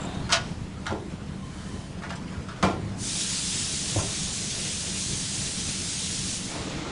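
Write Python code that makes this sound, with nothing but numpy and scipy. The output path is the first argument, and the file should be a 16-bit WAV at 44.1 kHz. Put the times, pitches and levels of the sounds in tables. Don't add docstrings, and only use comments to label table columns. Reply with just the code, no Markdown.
import sys
import numpy as np
from scipy import signal
from scipy.io import wavfile
from scipy.ndimage import uniform_filter1d

SR = 44100
rng = np.random.default_rng(int(sys.argv[2]) if len(sys.argv) > 2 else 0)


def rack_gain(trim_db):
    fader = np.asarray(trim_db, float)
    return 10 ** (fader / 20)


def transcribe(signal):
    frames = np.atleast_2d(signal).T
    limited = np.clip(frames, -1, 1)
    pcm = np.round(limited * 32767).astype(np.int16)
    wavfile.write(sys.argv[1], SR, pcm)


N = 304731


def clock():
    return np.arange(N) / SR


def evened(x):
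    return x / np.sqrt(np.mean(x ** 2) + 1e-20)


def read_curve(points, hz):
    f, value = np.transpose(points)
    return np.interp(np.log(hz + 1), np.log(f + 1), value)


def add(mix, start_s, sound):
    part = mix[round(start_s * SR):][:len(sound)]
    part += sound[:len(part)]


def band(x, lo_hz, hi_hz, order=2):
    edges = np.clip([lo_hz, hi_hz], 10, SR / 2 - 100)
    return signal.sosfilt(signal.butter(order, edges, "band", fs=SR, output="sos"), x)


def resonate(x, hz, width_hz):
    r = np.exp(-np.pi * width_hz / SR)
    return 2 * signal.lfilter([1 - r], [1, -r * np.exp(2j * np.pi * hz / SR)], x).real


def noise(spectrum, patchy_db, flicker_db):
    frames, hz = N // 512 + 3, np.fft.rfftfreq(1024, 1 / SR)
    a, b, patches = rng.standard_normal((frames, 513, 3)).T
    patches = uniform_filter1d(patches, size=10, axis=0)
    patches = evened(uniform_filter1d(patches, size=6, axis=1))
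    flicker = evened(uniform_filter1d(rng.standard_normal(frames), size=4))
    level_db = read_curve(spectrum, hz)[:, None] + patchy_db * patches + flicker_db * flicker
    z = (a + 1j * b) * rack_gain(level_db)
    return evened(signal.istft(z, window="cosine", nperseg=1024, noverlap=512)[1][:N])


def tail(decays):
    hz, t, z = signal.stft(rng.standard_normal(SR // 2), SR, nperseg=256)
    dying = rack_gain(-60 * t / read_curve(decays, hz)[:, None])
    return signal.istft(z * dying, SR, nperseg=256)[1][:SR // 2]


def held(db, start_s, attack_s, stop_s, t60_s, sag_db_per_s=0):
    t = clock()
    rise = np.sin(np.pi / 2 * np.clip((t - start_s) / attack_s, 0, 1)) ** 2
    sag_db = sag_db_per_s * np.maximum(t - start_s - attack_s, 0)
    decay_db = 60 * np.maximum(t - stop_s, 0) / t60_s
    return rise * rack_gain(db - sag_db - decay_db)


# pitch_hz [Hz], level_db [dB per Hz]
RUMBLE = [(12, -37), (20, -16), (55, -6.5), (108, -2.5), (145, -2.5), (374, -15), (474, -17), (556, -21),
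          (634, -18.5), (723, -22), (917, -23), (1160, -24.5), (1360, -25.5), (7180, -37), (11000, -43.5),
          (14200, -76), (22000, -120)]
# pitch_hz [Hz], width_hz [Hz], level_db [dB]
HUM = [(81.7, 19, -43), (144.3, 6.2, -45.5), (188.3, 12, -38.5), (284, 19, -50)]
# middle_s [s], rise_db [dB], half_length_s [s]
SWELLS = [
    (0.248, 3.5, 0.5),
    (2.79, 2, 0.48),
    (4.036, 5, 0.12),
    (5.8, 0.5, 0.31),
]


def hall():
    t = clock()
    rumble = noise(RUMBLE, 1.8, 0.89)
    rumble = rumble / np.std(band(rumble, 60, 350, order=4))
    swell_db = sum(db * np.exp(-((t - s) / half) ** 2) for s, db, half in SWELLS)
    rumble = rumble * rack_gain(-37 + swell_db)
    drone = sum(rack_gain(db) * evened(resonate(rng.standard_normal(N), hz, w)) for hz, w, db in HUM)
    return rack_gain(-2.5) * rumble + rack_gain(-4.0) * drone


# pitch_hz [Hz], width_hz [Hz], level_db [dB]
WHIR_PEAKS = [(1020, 16, 9), (1800, 83, 5), (3060, 33, 6), (4460, 130, -18), (5020, 56, -22)]


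def far_tool():
    hiss = band(rng.standard_normal(N), 950, 9000)
    tones = sum(rack_gain(db) * evened(resonate(hiss, hz, w)) for hz, w, db in WHIR_PEAKS)
    speed = held(-48, start_s=1.18, attack_s=0.54, stop_s=1.93, t60_s=0.084, sag_db_per_s=23)
    return speed * (rack_gain(-2) * evened(hiss) + rack_gain(-6) * evened(tones))


# pitch_hz [Hz], level_db [dB per Hz]
JET = [(410, -31), (700, -31), (794, -17.5), (1070, -16.5), (1150, -19), (1330, -14), (3430, -3),
       (3710, -2.5), (4260, -3), (6680, -1), (9870, -5), (10600, -14), (11000, -60), (14200, -54),
       (22000, -120)]


def air_gun():
    open_s, surge_db, surge_s = 2.944, 3.5, 0.38
    dull_hz, fills_s = 4520, 0.11
    since = np.maximum(clock() - open_s, 0)
    surge = rack_gain(surge_db * since / surge_s * np.exp(1 - since / surge_s))
    valve = held(-33, open_s, attack_s=0.12, stop_s=6.343, t60_s=1.36, sag_db_per_s=-0.4)
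    jet = noise(JET, 1.2, 0.45)
    dull = signal.sosfiltfilt(signal.butter(2, dull_hz, fs=SR, output="sos"), jet)
    return surge * valve * (jet - dull * np.exp(-since / fills_s))


def mode_ring(modes, damping):
    t = np.arange(SR // 2) / SR
    ring = np.zeros(len(t))
    for hz, db, t60 in modes:
        fade_db = damping * 60 * t / min(t60, 0.25)
        ring += rack_gain(db / 2 - fade_db) * np.sin(2 * np.pi * hz * t)
    return evened(ring)


# pitch_hz [Hz], level_db [dB], t60_s [s]
DRAWER = [(677.4, 24.5, 5.0), (924, -1, 0.4), (1280, 2, 0.071), (1452, 8, 0.26), (2410, 2, 0.076),
          (2570, -19, 0.16), (3250, -8.5, 0.29), (3750, 6, 0.15), (3920, -2, 0.15), (4780, -6, 0.11),
          (5200, 3, 0.16), (5840, -13, 0.26), (6040, -9, 0.097), (6670, -8, 0.079)]


def drawer_body():
    return mode_ring(DRAWER, damping=1.9)


# pitch_hz [Hz], level_db [dB], t60_s [s]
CABINET = [(174, 7, 0.24), (556.3, -18, 0.21), (745, -17, 0.72), (930, -17, 0.39), (970, -23, 0.36),
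           (1087, -13, 0.56), (1330, -41, 0.11), (1378, -1, 0.39), (2010, -25, 0.38), (2360, -14, 0.23),
           (2380, -15, 0.34), (3270, -35, 0.24), (4070, -34, 0.45), (4730, -35, 0.4)]


def cabinet_body():
    return mode_ring(CABINET, damping=1.5)


def stroke(pressure, spectrum):
    moving = pressure * noise(spectrum, 1.2, 0.5)
    ring = mode_ring(CABINET[1:] + DRAWER, damping=2.6)[:4000]
    rung = signal.oaconvolve(moving, ring / np.linalg.norm(ring))[:N]
    return rack_gain(5.0) * moving + rack_gain(-24) * rung


# pitch_hz [Hz], level_db [dB per Hz]
DRAG = [(150, -40), (250, -5.5), (316, 2), (370, -13), (412, -9.5), (1530, -15), (3680, -16.5),
        (7330, -23.5), (10500, -49), (13600, -64), (22000, -120)]


def dragging():
    pressure = held(-42, start_s=6.37, attack_s=0.2, stop_s=N / SR, t60_s=1, sag_db_per_s=0.5)
    return stroke(pressure, DRAG)


# pitch_hz [Hz], level_db [dB per Hz]
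ROLL = [(150, -37), (250, 1.5), (439, -16.5), (713, -9), (2000, -21.5), (3680, -22.5), (5360, -34),
        (7560, -32), (10500, -38), (13600, -68), (22000, -120)]


def rolling():
    start_db, slows_db_per_s, stop_s = -41, 29, 0.34
    t = clock()
    return stroke(rack_gain(start_db - slows_db_per_s * t) * (t < stop_s), ROLL)


# start_s [s], length_s [s], pitch_hz [Hz], width_hz [Hz],
# level_db [dB]
WHISTLES = [
    (.005, .018, 7500, 550, -44),
    (.027, .014, 7500, 550, -45),
    (.048, .016, 7500, 550, -44),
    (.03, .2, 3700, 260, -51),
    (.225, .05, 4200, 240, -49),
    (.14, .025, 6200, 350, -56),
    (1.37, .16, 1050, 40, -53),
]


def whistles(steel):
    for start_s, length_s, hz, width_hz, db in WHISTLES:
        count = round(length_s * SR)
        whistle = resonate(rng.standard_normal(SR // 2), hz, width_hz)
        whistle = resonate(whistle, hz, width_hz)[2000:][:count]
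        add(steel, start_s, rack_gain(db) * evened(whistle) * signal.windows.tukey(count, 0.5))


# pitch_hz [Hz], t60_s [s]
PANELS = [(80, .5), (200, 0.95), (500, 0.4), (1200, 0.17), (3000, 0.14), (9000, 0.032)]


def knock(db, hz, octaves, treble_db, rattle_s, modes):
    lo_hz, hi_hz = hz / 2 ** (octaves / 2), hz * 2 ** (octaves / 2)
    t = np.arange(SR // 3) / SR
    uneven = rack_gain(2.0 * evened(uniform_filter1d(rng.standard_normal(len(t)), size=60)))
    force = np.exp(-(t / rattle_s) ** 2) * (1 + 0.9 * np.exp(-t / 0.004))
    force = force * np.minimum(t / 0.00035, 1)
    hits = rng.standard_normal(len(t)) * uneven * force
    treble = band(band(hits, hi_hz, 8700), 200, 1570, order=1)
    hits = evened(band(hits, lo_hz, hi_hz)) + rack_gain(treble_db) * evened(treble)
    body = modes + 1.53 * evened(tail(PANELS))
    rung = signal.fftconvolve(hits, body)[:len(t)]
    sound = evened(hits) + 1.24 * evened(rung)
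    loudest = np.sqrt(uniform_filter1d(sound ** 2, size=400).max())
    return rack_gain(db) * sound / loudest


# start_s [s], peak_db [dB], pitch_hz [Hz], rattle_s [s]
TICKS = [
    (0.323, -22, 5140, 0.013),
    (2.111, -38.5, 720, 0.0064),
    (2.17, -43, 940, .014),
    (2.275, -49.5, 2860, 0.028),
]


def runner_ticks(steel):
    for start_s, db, hz, rattle_s in TICKS:
        add(steel, start_s, knock(db, hz, 0.41, -15, rattle_s, drawer_body()))


# start_s [s], peak_db [dB], rattle_s [s]
LATCH = [(0.292, -32, 0.0087), (.302, -27.5, 0.08), (.857, -37, 0.0063), (0.865, -28.5, 0.011),
         (.878, -34, 0.054), (2.021, -39.5, 0.019), (2.104, -33.5, 0.01), (2.122, -40.5, 0.024),
         (2.32, -44.5, 0.068), (2.486, -38, .022), (2.51, -41, .038), (2.56, -44.5, 0.056)]


def latch_clacks(steel):
    for start_s, db, rattle_s in LATCH:
        add(steel, start_s, knock(db, 1376, 0.86, -3.5, rattle_s, drawer_body()))


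# start_s [s], peak_db [dB], pitch_hz [Hz], spread_octaves [octaves], rattle_s [s]
JOLTS = [
    (.318, -31, 4600, 1.5, .008),
    (.324, -17.5, 1880, 2.84, 0.038),
    (2.035, -36.5, 1290, 1.5, 0.063),
    (2.093, -42, 2700, 1.3, 0.015),
    (2.155, -43.5, 3930, 1.7, 0.021),
]


def drawer_jolts(steel):
    for start_s, db, hz, octaves, rattle_s in JOLTS:
        add(steel, start_s, knock(db, hz, octaves, -12.5, rattle_s, drawer_body()))


# start_s [s], peak_db [dB], pitch_hz [Hz]
THUDS = [(.905, -31, 745), (.922, -29, 345), (.945, -36, 776), (3.959, -28, 570), (3.985, -35, 1080),
         (4.003, -37, 710), (4.015, -34.5, 365), (4.04, -46, 515), (6.55, -39, 800), (6.78, -43, 1050),
         (6.85, -39, 1150)]


def cabinet_thuds(steel):
    for start_s, db, hz in THUDS:
        add(steel, start_s, knock(db, hz, 0.85, -18, 0.02, cabinet_body()))


# start_s [s], peak_db [dB], pitch_hz [Hz], spread_octaves [octaves], rattle_s [s]
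SLAM = [
    (2.627, -18, 640, 2.6, .024),
    (2.648, -20, 284, 3, 0.0116),
    (2.658, -27, 600, 2.3, 0.067),
]


def drawer_slam(steel):
    for start_s, db, hz, octaves, rattle_s in SLAM:
        add(steel, start_s, knock(db, hz, octaves, -9.5, rattle_s, cabinet_body()))


# start_s [s], level_db [dB], pitch_hz [Hz], t60_s [s], unevenness [0-1]
BOOMS = [
    (0.9, -20, 104, 0.075, 0.3),
    (0.913, -19, 209, 0.079, .1),
    (2.630, -10.5, 185, 0.12, 0.3),
    (2.639, -16, 92, 0.14, 0.05),
    (2.641, -37, 249, 0.35, 0.08),
    (2.668, -20, 192, .15, 0.4),
    (2.701, -29, 104.8, 1.4, 0.45),
    (3.959, -17, 306, 0.076, 0.1),
    (3.96, -13, 111, .08, 0),
    (3.978, -17.5, 96, 0.11, 0.15),
]


def cabinet_booms(steel):
    t = np.arange(SR) / SR
    for start_s, db, hz, t60_s, uneven in BOOMS:
        wobble = 1 + uneven * evened(resonate(rng.standard_normal(SR), 14, 21))
        swing = -np.sin(2 * np.pi * hz * t) * np.minimum(t / 0.0095, 1)
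        add(steel, start_s, rack_gain(db - 60 * t / t60_s) * swing * wobble)


# pitch_hz [Hz], t60_s [s]
ECHO = [(200, 1.4), (1000, 0.48), (4000, 0.65), (9000, 0.49)]


def with_echo(steel):
    echo = tail(ECHO)
    return steel + rack_gain(-17.0) * signal.fftconvolve(steel, echo / np.linalg.norm(echo))[:N]


def scene():
    behind = hall() + far_tool() + air_gun()
    steel = dragging() + rolling()
    for play in (whistles, runner_ticks, latch_clacks, drawer_jolts, cabinet_thuds, drawer_slam, cabinet_booms):
        play(steel)
    return np.tile(with_echo(steel) + behind, (2, 1))


def band_limit(x):
    return signal.sosfilt(signal.butter(12, 11100, fs=SR, output="sos"), x)


def record(dry):
    rounded = 0.62 * np.tanh(dry / 0.62)
    treble_cut = signal.firwin(255, 10750, window=("kaiser", 5.5), fs=SR)
    limited = signal.oaconvolve(rounded, treble_cut[None], "same")
    return band_limit(limited)


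dry = scene()
out = record(dry)
transcribe(out)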